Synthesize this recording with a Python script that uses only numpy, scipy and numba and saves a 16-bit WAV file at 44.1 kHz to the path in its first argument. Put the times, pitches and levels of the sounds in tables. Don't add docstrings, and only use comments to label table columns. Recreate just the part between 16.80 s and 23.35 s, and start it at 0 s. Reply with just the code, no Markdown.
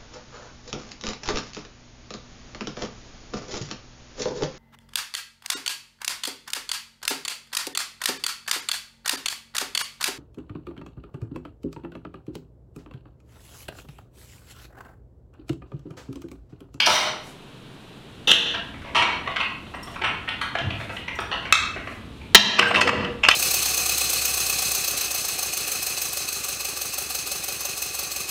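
import sys
import numpy as np
from scipy import signal
from scipy.fft import rfft, irfft
from scipy.io import wavfile
from scipy.ndimage import uniform_filter1d
from numba import njit

SR = 44100
rng = np.random.default_rng(int(sys.argv[2]) if len(sys.argv) > 2 else 0)


def wav_record(signal):
    frames = np.transpose(np.atleast_2d(signal))
    bounded = np.clip(frames, -1, 1)
    quanta = np.round(bounded * 32767).astype(np.int16)
    wavfile.write(sys.argv[1], SR, quanta)


def natural_amplitude(level_db):
    exponent = np.asarray(level_db, float) / 20
    return 10 ** exponent


N = 288855


def band(x, lo_hz, hi_hz):
    return signal.sosfilt(signal.butter(2, [lo_hz, min(hi_hz, .45 * SR)], "bandpass", fs=SR, output="sos"), x)


def level(x, db):
    return x * natural_amplitude(db) / np.sqrt(np.mean(x ** 2))


def walk(rate):
    k = int(SR / rate)
    held = np.repeat(rng.standard_normal(N // k + 1), k)
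    return 1.66 * uniform_filter1d(uniform_filter1d(held, k), k)[:N]


# f/Hz, relative level/dB per Hz
KITCHEN_TONE = [(15, -18), (25, -2), (84, -44.5), (102, -13), (123, -2), (354, -10), (476, -11.5),
                (516, -15.5), (1520, -20.5), (2050, -25.5), (2760, -19.5), (3920, -22.5), (5000, -35.5),
                (16000, -84.5)]
# t/s, level/dB of its lower part
RUMBLE_SWELL = [(0, -63), (1.4, -54), (1.7, -46.5), (3.5, -46.5), (5, -43), (6.55, -41)]


def kitchen():
    hz, db = np.transpose(KITCHEN_TONE)
    colour = natural_amplitude(np.interp(np.log(np.fft.rfftfreq(N, 1 / SR) + 1), np.log(hz), db))
    tone = level(irfft(rfft(rng.standard_normal(N)) * colour, N), -44.5)
    lower = level(band(band(rng.standard_normal(N), 43, 117), 43, 117), 0)
    upper = level(band(rng.standard_normal(N), 180, 305), -2.5)
    swell_db = np.interp(np.arange(N) / SR, *np.transpose(RUMBLE_SWELL)) + walk(10)
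    return tone + (lower + upper) * natural_amplitude(swell_db)


# t/s of the peak, level/dB added to the steady hiss at that peak
CLOTH_BRUSHES = [(.48, -54.5), (3.12, -58), (4.02, -59), (4.15, -57), (5.12, -62)]


def cloth():
    rise_s, fall_s, steady_db = 0.047, 0.055, -62
    t = np.arange(N) / SR
    swell = natural_amplitude(steady_db)
    for s, db in CLOTH_BRUSHES:
        swell = swell + natural_amplitude(db) * np.exp(-((t - s) / np.where(t < s, rise_s, fall_s)) ** 2)
    grain = rng.standard_normal(N) * natural_amplitude(0.5 * walk(130))
    return level(band(grain, 1600, 10000), 0) * swell


@njit
def ring(push, hz, width, gain):
    out = np.zeros(len(push))
    for m in range(len(hz)):
        p, z = np.exp((2j * hz[m] - width[m]) * np.pi / SR), 0j
        for i in range(len(push)):
            z = z * p + push[i]
            out[i] += gain[m] * z.imag
    return out


CONTACT_HZ = 2900
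CHATTER_END = 1.51
FREE_RING_HZ = 10
HARDER_DB = 0.1972
HIGHER_DB, MIDDLE_HZ = 2, 2000


def with_thicket(modes, damp, dense_db):
    hz, width, db = np.transpose(modes)
    thick_hz = hz.min() * (1.2 * hz.max() / hz.min()) ** ((np.arange(60) + rng.random(60)) / 60)
    thick_db = dense_db + np.interp(np.log(thick_hz), np.log(hz), uniform_filter1d(db, size=3))
    width = np.where(width < FREE_RING_HZ, np.maximum(width, 2), damp * width)
    return np.append(hz, thick_hz), np.append(width, 0.13 * thick_hz), np.append(db, thick_db)


def blows(hits, modes, damp, dense_db, favour_db, wet_db, tilt_db, spot_oct=0.11, low_soft=True):
    out = np.zeros(N + SR)
    hz, width, db = with_thicket(modes, damp, dense_db)
    t = np.arange(int(.4 * SR)) / SR
    soft = signal.butter(2, CONTACT_HZ, fs=SR, output="sos")
    usual_db = np.median(np.transpose(hits)[1])
    for s, blow_db, favoured_hz, chatter in hits:
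        force = rng.standard_normal(len(t)) * (rng.random(len(t)) < .06)
        force[int(.001 * SR)] = 1.5
        fade = np.exp(-(t / max(chatter, 1e-3)) ** CHATTER_END)
        force = signal.sosfilt(soft, force * fade * np.minimum(t / 0.0036, 1))
        power = uniform_filter1d(np.abs(rfft(force)) ** 2, size=15)
        lift = np.interp(hz, np.fft.rfftfreq(len(t), 1 / SR), power) ** -.5
        hard_db = tilt_db + HARDER_DB * (blow_db - usual_db)
        hard_db += low_soft * HIGHER_DB * np.log2(favoured_hz / MIDDLE_HZ)
        octaves = np.log2(hz / favoured_hz)
        share_db = db + hard_db * octaves + favour_db * np.exp(-(octaves / spot_oct) ** 2)
        side = rng.choice([-1, 1], len(hz)) * natural_amplitude(2 * rng.standard_normal(len(hz)))
        gain = side * natural_amplitude(share_db) * np.sqrt(width) * lift / hz
        sound = np.diff(ring(force, hz, width, gain), prepend=0)
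        i = max(int(s * SR), 0)
        out[i:i + len(t)] += natural_amplitude(blow_db) * sound / (3 * sound[:int(.03 * SR)].std())
    return np.array([out[:N], natural_amplitude(wet_db) * out[:N]])



# f/Hz, width/Hz, level/dB
SINK_MODES = [(354.6, 85, -20.5), (614, 5, 5), (740, 150, 2.5), (1270, 83, -3), (2282, 68, -6.5),
              (3136, 82, 7), (3740, 87, 1.5), (3870, 360, -1.5), (4450, 71, 1.5), (5920, 36, -2),
              (7270, 110, -22), (8100, 57, -15), (9650, 80, -13), (10700, 53, -23), (12500, 99, -24),
              (14300, 74, -29)]
# t/s, level/dB, favoured f/Hz, chatter t/s
SINK_CONTACTS = [(0.0, -10.5, 3240, 0.0098), (.058, -10.5, 4700, 0.019), (.066, -9, 614, 0.02),
                 (.095, -10, 3870, 0.08), (.15, -12, 3070, 0.012), (.225, -26, 3000, 0.0075)]


def sink():
    return blows(SINK_CONTACTS, SINK_MODES, damp=2.9, dense_db=-0.83, favour_db=5.3, wet_db=1.0, tilt_db=1.6)


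# f/Hz, t60/s, relative level/dB
ROOM_TAIL = [(119.5, 0.58, 15), (485, 0.69, -0.5), (1500, 0.54, 2.5), (3290, 0.51, 3), (7060, 0.43, -1.5),
             (13000, 0.27, 3)]


def room(x):
    t = np.arange(SR) / SR
    hz, t60, db = np.transpose(ROOM_TAIL)
    tail = 0
    for f in 90 * 2 ** np.arange(0, 8, .5):
        fade = np.exp(-np.log(1000) * t / np.interp(np.log(f), np.log(hz), t60))
        noise = band(rng.standard_normal(SR), f / 2 ** 0.29, f * 2 ** 0.24)
        tail = tail + natural_amplitude(np.interp(np.log(f), np.log(hz), db)) * fade * noise
    tail *= 1 - np.exp(-t / 0.0086)
    return signal.fftconvolve(x, natural_amplitude(0.5) * tail / np.sqrt(np.sum(tail ** 2)))[:N]


# f/Hz, width/Hz, level/dB
RACK_MODES = [(417, 64, 21), (824, 110, 1.5), (1290, 200, 12.5), (1670, 130, -10.5), (2125, 38, 2),
              (2670, 36, 9), (3030, 9.3, -5), (3270, 68, 7), (3530, 49, 10), (4070, 20, -14.5),
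              (5220, 52, -11.5), (5800, 240, -5), (7750, 27, -26), (9840, 71, -22.5), (11100, 30, -26.5),
              (13670, 80, -39.5)]
# t/s, level/dB, favoured f/Hz, chatter t/s
RACK_CONTACTS = [(1.472, -6.5, 2780, 0.07), (1.502, -20.5, 3550, 0.0085), (1.513, -3, 3300, 0.006),
                 (1.531, -11, 3300, 0.034)]


def rack():
    return blows(RACK_CONTACTS, RACK_MODES, damp=2.6, dense_db=-5, favour_db=5.8, wet_db=0.96, tilt_db=6.4)


# f/Hz, width/Hz, level/dB
STACK_MODES = [(454.2, 120, -1.5), (700, 37, 1), (1084, 420, 5), (1247, 310, 6.5), (1312, 20, -2),
               (1921, 29, 5.5), (2160, 80, 1.5), (2480, 20, 1), (2950, 154, 7), (3300, 220, 3.5),
               (4080, 25, -26), (4250, 16, -3), (4800, 60, -45), (5750, 50, -15), (5830, 51, -14.5),
               (6900, 59, -41), (8400, 52, -24.5), (9250, 60, -31.5)]
# t/s, level/dB, favoured f/Hz, chatter t/s
STACK_CONTACTS = [(1.739, -19.5, 950, 0.016), (2.015, -37, 1280, 0.017), (2.04, -32, 1430, 0.092),
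                  (2.147, -9, 1900, 0.076), (2.22, -11, 2340, 0.014), (2.457, -31, 1890, 0.017),
                  (2.473, -19, 1030, 0.0096), (2.56, -16.5, 2160, 0.011), (2.6, -14.5, 2700, 0.012),
                  (2.937, -26.5, 1780, 0.012), (3.07, -31.5, 1000, 0.013), (3.158, -26.5, 1000, 0.011),
                  (3.215, -20, 935, 0.011), (3.236, -13.5, 1004, 0.027), (3.476, -22, 1900, 0.012),
                  (3.488, -21, 4440, 0.0043), (3.611, -18, 4270, 0.019), (3.75, -16.5, 700, 0.0095),
                  (3.785, -23, 1900, 0.0062), (3.902, -23.5, 2110, 0.0098), (3.999, -27, 1900, 0.018),
                  (4.091, -26, 1160, 0.019), (4.164, -26.5, 1900, 0.01), (4.278, -21.5, 2460, 0.0096),
                  (4.387, -19.5, 2480, 0.0082), (4.512, -17.5, 1140, 0.031), (4.62, -33.5, 2110, 0.016),
                  (4.65, -25, 1270, 0.02), (4.96, -24.5, 800, 0.015), (5.071, -26.5, 1300, 0.011)]


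def stack():
    hits = np.vstack([STACK_CONTACTS, rattle(count=14)])
    return blows(hits, STACK_MODES, damp=2.7, dense_db=-3.5, favour_db=5.5, wet_db=-0.79, tilt_db=-.3)


def rattle(count):
    start_s, end_s, middle_db, spread_db = 1.9, 5.45, -39, 4
    when, size, spot = rng.random((count, 3)).T
    s = start_s + (end_s - start_s) * (np.arange(count) + when) / count
    touch_db = middle_db + spread_db * (2 * size - 1)
    return np.transpose([s, touch_db, 900 * 3.3 ** spot, np.full(count, .01)])


# f/Hz, width/Hz, level/dB
CUP_MODES = [(5500, 25, 10), (5750, 21, 5), (5980, 15, -23), (7100, 15, 2), (8250, 13, 10), (13260, 40, 0)]
# t/s, level/dB, favoured f/Hz, chatter t/s
CUP_CONTACTS = [(2.95, -51, 8250, 0.003), (3.028, -36, 5500, 0.0053), (4.353, -43, 5750, .004),
                (4.402, -39, 5750, 0.0062), (5.87, -26, 8250, 0.022)]


def cup():
    return blows(CUP_CONTACTS, CUP_MODES, damp=1.6, dense_db=-10, favour_db=16, wet_db=-0.5, tilt_db=.01,
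                 spot_oct=.04)


# f/Hz, width/Hz, level/dB
THUD_MODES = [(68.1, 38, -22), (100, 18, -5), (146, 31, -15), (208.4, 31, 3), (270, 37, -4.5),
              (392, 130, 8.5), (475, 4.1, 0), (674, 40, -15)]
# t/s, level/dB, favoured f/Hz, chatter t/s
THUD_CONTACTS = [(3.81, -27.5, 100, 0.063), (5.547, -3, 237, 0.0057), (5.79, -8.5, 475, 0.006),
                 (5.93, -12.5, 270, 0.051), (6.01, -10.5, 475, 0.058), (6.13, -22, 159, 0.016)]


def footstep_and_cabinet():
    return blows(THUD_CONTACTS, THUD_MODES, damp=0.73, dense_db=-5, favour_db=17.7, wet_db=-1.5,
                 tilt_db=.4, low_soft=False)


# f/Hz, width/Hz, level/dB
SAUCER_MODES = [(1176, 42, 1), (1300, 57, 10), (1790, 40, -7), (2610, 25, 12), (3570, 100, -7),
                (3865, 310, 5.5), (5400, 40, -7), (4800, 32, -27), (6370, 63, -3.5), (7440, 40, -13.5),
                (8850, 46, -24), (10300, 63, -20), (10960, 80, -22)]
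# t/s, level/dB, favoured f/Hz, chatter t/s
SAUCER_CONTACTS = [(4.724, -3.5, 3710, 0.0026)]


def saucer():
    return blows(SAUCER_CONTACTS, SAUCER_MODES, damp=3.0, dense_db=-12, favour_db=6.5, wet_db=-1.65, tilt_db=1.0)


# f/Hz, width/Hz, level/dB
SHELF_MODES = [(313.5, 49, -27), (716, 44, -6.5), (1300, 33, -3), (1900, 60, -13.5), (2460, 26, 1),
               (2750, 30, -10), (3000, 40, -13.5), (3600, 430, 4), (3962, 7, 2), (4600, 33, -16.5),
               (5370, 30, -12), (5980, 51, -9.5), (6690, 50, -9.5), (7900, 50, -18), (11460, 60, -24)]
# t/s, level/dB, favoured f/Hz, chatter t/s
SHELF_CONTACTS = [(5.546, 20.7, 3960, 0.005)]


def shelf():
    return blows(SHELF_CONTACTS, SHELF_MODES, damp=0.75, dense_db=1.0, favour_db=6.5, wet_db=-3.9, tilt_db=.03)


# f/Hz, width/Hz, level/dB
PILE_MODES = [(620, 23, -1.5), (1000, 36, -5), (1235, 210, 3), (1590, 44, -0.5), (1900, 85, 0.5),
              (2000, 74, 0), (2580, 28, -3.5), (2700, 150, 8), (3070, 29, -0.5), (3540, 61, -7.5),
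              (4310, 37, -7), (5100, 580, -7.5), (6260, 45, -14.5), (7500, 69, -15.5), (8475, 130, -17.5),
              (11155, 80, -29.5)]
# t/s, level/dB, favoured f/Hz, chatter t/s
PILE_CONTACTS = [(5.779, 0.5, 1300, 0.066), (5.791, 3, 2950, 0.0037), (5.817, 2.5, 1590, 0.031),
                 (5.85, -2, 1590, 0.063), (5.907, -3, 700, 0.0068), (5.942, -0.5, 2060, 0.036),
                 (5.955, -1, 2640, 0.017), (5.968, -1.5, 1000, 0.035), (6.007, 3.5, 2500, 0.02),
                 (6.071, -1.5, 1800, 0.0081), (6.087, -1.5, 1220, 0.0081), (6.13, -14, 620, 0.0027),
                 (6.245, -23.5, 3000, 0.0053), (6.432, -6, 2700, 0.028), (6.485, -0.5, 3300, 0.0074),
                 (6.501, 1, 2950, 0.037)]


def pile():
    return blows(PILE_CONTACTS, PILE_MODES, damp=1.1, dense_db=-7.0, favour_db=13.9, wet_db=-9.5, tilt_db=.3)


def scene():
    direct, sent = (sink() + rack() + stack() + cup() + footstep_and_cabinet()
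                    + saucer() + shelf() + pile())
    return (direct + room(sent) + kitchen() + cloth())[None]


@njit
def gain_control(x, top, slope, attack, release, lag, slew):
    out, seen, e, gain = np.empty(len(x)), np.zeros(len(x)), 0., 1.
    for i in range(len(x)):
        e += (abs(x[i]) - e) * (attack if abs(x[i]) > e else release)
        seen[i] = e
        wanted = min(1., (top / (seen[max(i - lag, 0)] + 1e-9)) ** slope)
        gain += (wanted - gain) * slew
        out[i] = x[i] * gain
    return out


def roll_off(x):
    return signal.sosfilt(signal.butter(12, 16330, fs=SR, output="sos"), x)


def record(dry):
    attack_s, release_s, lag_s, slew_s = 0.016, .055, 0.0023, 0.0059
    slope = .88
    held = gain_control(dry[0], natural_amplitude(-19.5), slope, 1 / (attack_s * SR), 1 / (release_s * SR),
                        int(lag_s * SR), 1 / (slew_s * SR))
    mix = np.clip(held, -1, 1)[None]
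    return roll_off(mix)


dry = scene()
out = record(dry)
wav_record(out)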